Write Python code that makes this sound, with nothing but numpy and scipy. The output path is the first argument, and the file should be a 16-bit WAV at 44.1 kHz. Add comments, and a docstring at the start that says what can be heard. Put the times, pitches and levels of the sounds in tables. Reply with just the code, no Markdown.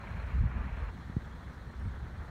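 """A full rush of wind over an open, grassy dune, thinning abruptly after about a second and blowing on.
Gusts buffet the microphone with a low rumble, and two soft thumps push on it.
Behind the wind, grass blades hiss, rustle and tick faintly against each other,
a far insect trills, and a distant bird gives one thin, falling chirp."""
import sys
import numpy as np
from scipy import signal
from scipy.fft import rfft, irfft, next_fast_len
from scipy.io import wavfile
from scipy.ndimage import uniform_filter1d, map_coordinates

SR = 44100
rng = np.random.default_rng(int(sys.argv[2]) if len(sys.argv) > 2 else 0)


def generate_wav(sig):
    """Save sig (samples, or channels by samples) to the path in sys.argv[1] as 16-bit PCM at SR."""
    pcm = np.round(np.clip(np.atleast_2d(sig).T, -1, 1) * 32767).astype(np.int16)
    wavfile.write(sys.argv[1], SR, pcm)


N = 101429
T = np.arange(N) / SR

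# Fader ride of the far insect: time_s, level_db
INSECT_LEVEL = [(0, -69), (.36, -71), (.55, -79), (.8, -72), (1.3, -79), (2.3, -78)]
# Fader ride of the grass hiss: time_s, level_db
HISS_LEVEL = [(0, -68.5), (.33, -68), (.45, -71.5), (.85, -68.5), (2.3, -69)]
# Airy colour of the hiss: frequency_hz, relative_db
HISS_COLOUR = [(1500, -42), (2900, -7), (3350, 1), (3800, -1.5), (4130, -0.5), (4450, -5), (4950, -10.5),
               (5500, -9.5), (6700, -11), (7700, -15.5), (8700, -15), (9900, -17.5), (10400, -23.5),
               (11200, -19.5), (15500, -22.5)]
# Brief rustles in the grass: centre_s, length_s, level_db
RUSTLES = [(1.552, 0.089, -76.5), (1.82, 0.059, -87)]
# Bright colour of the rustles: frequency_hz, relative_db
RUSTLE_COLOUR = [(3000, -27), (4500, 3), (5500, 7), (7500, -6), (10000, -7), (15500, -9)]
# Fader ride of the steady wind bed: time_s, level_db
BED_LEVEL = [(0, -57), (1.05, -52), (1.7, -53), (2.3, -51)]
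# Dark, broad colour of the bed: frequency_hz, relative_db
BED_COLOUR = [(60, 5.5), (200, 6), (400, 0.5), (680, -1.5), (950, 0), (1450, -1), (1830, -1.5), (2250, -10),
              (2650, -17), (3100, -20), (4000, -55), (6000, -100)]
# Fader ride of the fuller opening rush: time_s, level_db
OPENING_LEVEL = [(0, -51.5), (.15, -50), (.35, -51), (.41, -55), (.48, -51.5), (.7, -51), (.87, -49)]
# Midrange body of the opening rush: frequency_hz, relative_db
OPENING_COLOUR = [(150, -15), (400, 4), (750, 4.5), (900, 6.5), (1500, 5), (1900, 4), (2100, 1.5),
                  (2320, 2.5), (2900, -8.5), (3250, -13.5), (5000, -91)]
# Soft pushes on the microphone: start_s, gain_db
THUMPS = [(1.0961, -28.5), (1.1655, -16.5)]
# Wind pressure on the microphone: time_s, level_db
GUST_LEVEL = [(0, -50), (.08, -44.5), (.18, -37.5), (.24, -37), (.31, -42), (.345, -30.5), (.395, -20),
              (.45, -25), (.49, -37), (.53, -38), (.555, -28), (.65, -35), (.85, -35), (.95, -46),
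              (1.25, -45), (1.55, -47), (1.75, -47.5), (1.84, -31.5), (1.92, -43), (2.3, -48)]
# Single eddies and lulls that accent the gusts: centre_s, boost_db
EDDIES = [(.31, -6), (.77, -5), (.94, -7), (1.275, 5), (1.3, -5), (1.335, 8), (1.41, -4), (1.475, 8),
          (1.525, -5), (1.678, 8), (1.715, -6), (2.03, 9), (2.11, -7), (2.205, 10)]
# Bass weight of the buffeting: frequency_hz, relative_db
RUMBLE_COLOUR = [(12, -65), (27, -28), (42, -5), (54, 2), (71, 3), (86, -6.5), (125, -15), (180, -25.5),
                 (250, -37), (330, -48), (600, -75), (1200, -130)]
# Fader ride of the flutter above the rumble: time_s, level_db
FLUTTER_LEVEL = [(0, -47), (.28, -49.5), (.39, -42.5), (.48, -44), (.52, -46.5), (.58, -42.5), (.68, -47),
                 (1.0, -49), (1.75, -50.5), (1.84, -47), (1.96, -50.5), (2.3, -52.5)]
# Upper-bass colour of the flutter: frequency_hz, relative_db
FLUTTER_COLOUR = [(50, -34.5), (90, 7.5), (160, 6.5), (240, -1), (330, -15), (500, -26.5), (1500, -110)]


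def amp(db):
    """Decibels to gain."""
    return 10 ** (np.asarray(db) / 20)


def unit(x):
    """x at rms 1."""
    return x / np.sqrt(np.mean(x ** 2) + 1e-20)


def curve(rows):
    """An automation line through (time_s, value) points."""
    return np.interp(T, *np.transpose(rows))


def wobble(rate_hz):
    """A smooth random modulator with rate_hz knots a second."""
    return map_coordinates(rng.standard_normal(4096), [T * rate_hz], mode="wrap")


def filtered(x, response):
    """x through an EQ whose gain is response(frequency_hz)."""
    size = next_fast_len(N + SR // 2)
    return irfft(rfft(x, size) * response(np.fft.rfftfreq(size, 1 / SR)), size)[:N]


def noise(colour, patchy_db):
    """Coloured noise of rms 1, textured with patches of random gain in time and frequency."""
    spectrogram = signal.stft(rng.standard_normal(N), nperseg=512)[2]
    patches = uniform_filter1d(rng.standard_normal(spectrogram.shape), size=4, axis=0)
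    patches = uniform_filter1d(patches, size=6, axis=1)
    textured = signal.istft(spectrogram * amp(patchy_db * unit(patches)), nperseg=512)[1][:N]
    hz, db = np.transpose(colour)
    return unit(filtered(textured, lambda f: amp(np.interp(np.log(f + 1), np.log(hz), db))))


def insect(pitch_hz=4130, width_hz=120, pulses_per_s=12.1):
    """A far insect trills in a narrow band, in soft, slightly uneven pulses."""
    band = filtered(rng.standard_normal(N), lambda f: np.exp(-((f - pitch_hz) / width_hz) ** 2 / 2))
    pulses = np.sin(np.pi * pulses_per_s * T + .3 * wobble(rate_hz=2.5)) ** 2
    return amp(curve(INSECT_LEVEL)) * pulses * unit(band)


def bird(start_s=1.788, length_s=.106, pitch_hz=8450, arch_hz=230, fall_hz=950, level_db=-80.5):
    """A distant bird's thin whistle arches and falls away."""
    progress = np.clip((T - start_s) / length_s, 0, 1)
    swell = np.abs(np.sin(np.pi * progress ** 2)) ** .25
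    glide_hz = pitch_hz + arch_hz * np.sin(np.pi * progress) - fall_hz * progress ** 8
    blur = .92 * wobble(rate_hz=560)  # phase jitter roughens the pure tone
    phase = 2 * np.pi * np.cumsum(glide_hz) / SR + blur
    return amp(level_db) * np.sqrt(2) * swell * np.sin(phase)


def grass_hiss(flicker_db=.5):
    """Blades hiss in the wind with a slight, quick flicker."""
    level_db = curve(HISS_LEVEL) + flicker_db * wobble(rate_hz=60)
    return amp(level_db) * noise(HISS_COLOUR, patchy_db=1.5)


def grass_ticks(ticks_per_s=75, typical_db=-76.5, spread_db=3.5, t60_s=.006, low_hz=3100, high_hz=11000):
    """Blades touch at random, each touch a tiny burst of treble."""
    touches = (rng.random(N) < ticks_per_s / SR) * amp(spread_db * rng.standard_normal(N))
    envelope = signal.fftconvolve(touches, amp(-60 * T / t60_s))[:N]
    treble = unit(filtered(rng.standard_normal(N), lambda f: (f > low_hz) & (f < high_hz)))
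    return amp(typical_db) * envelope * treble


def grass_rustles():
    """Tufts of grass swell into short, bright rustles."""
    swells = sum(amp(level_db) * np.exp(-(2 * (T - centre_s) / length_s) ** 2)
                 for centre_s, length_s, level_db in RUSTLES)
    return swells * noise(RUSTLE_COLOUR, patchy_db=2.5)


def wind_rush(opening_end_s=.908, fade_s=.012, flicker_db=1.28):
    """Air rushes over the dune: a steady bed under a fuller opening layer that cuts out abruptly."""
    bed = amp(curve(BED_LEVEL)) * noise(BED_COLOUR, patchy_db=1.0)
    opening = amp(curve(OPENING_LEVEL)) * noise(OPENING_COLOUR, patchy_db=1.4)
    gate = np.clip((opening_end_s - T) / fade_s, 0, 1)
    return (bed + opening * gate) * amp(flicker_db * wobble(rate_hz=80))


def thumps(start_hz=236, end_hz=42.6, sag_s=.007, attack_s=.0017, t60_s=.063):
    """Each thump is one quick push on the microphone that swings back ever more slowly."""
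    out = np.zeros(N)
    for start_s, gain_db in THUMPS:
        age_s = np.maximum(T - start_s, 0)
        cycles = end_hz * age_s + (start_hz - end_hz) * sag_s * (1 - np.exp(-age_s / sag_s))
        attack = 1 - np.exp(-(age_s / attack_s) ** 2)
        decay = amp(gain_db - 60 * age_s / t60_s)
        out += attack * decay * np.sin(2 * np.pi * cycles)
    return out


def buffeting(swirl_db=1.7, eddies_per_s=22, eddy_half_width_s=.014):
    """Gusts and eddies press on the microphone with a deep rumble; a lighter flutter rides above it."""
    gust_db = curve(GUST_LEVEL) + swirl_db * wobble(eddies_per_s)
    for centre_s, boost_db in EDDIES:
        gust_db += boost_db * np.exp(-((T - centre_s) / eddy_half_width_s) ** 2)
    rumble = noise(RUMBLE_COLOUR, patchy_db=-5.5)
    # Level the rumble over 45 ms so that the gusts shape its dynamics.
    rumble /= np.sqrt(np.abs(uniform_filter1d(rumble ** 2, size=2000)) + 1e-6)
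    flutter = noise(FLUTTER_COLOUR, patchy_db=2.5)
    return amp(gust_db) * rumble + amp(curve(FLUTTER_LEVEL)) * flutter


def scene():
    """The mono mix: wind up front, grass and wildlife faint behind it."""
    wind = buffeting() + wind_rush() + thumps()
    grass = grass_hiss() + grass_ticks() + grass_rustles()
    return (wind + grass + bird() + insect())[None]


def record(dry, cutoff_hz=15700):
    """A brick-wall low-pass trims the very top of the mix."""
    return filtered(dry[0], lambda f: f < cutoff_hz)[None]


dry = scene()
out = record(dry)
generate_wav(out)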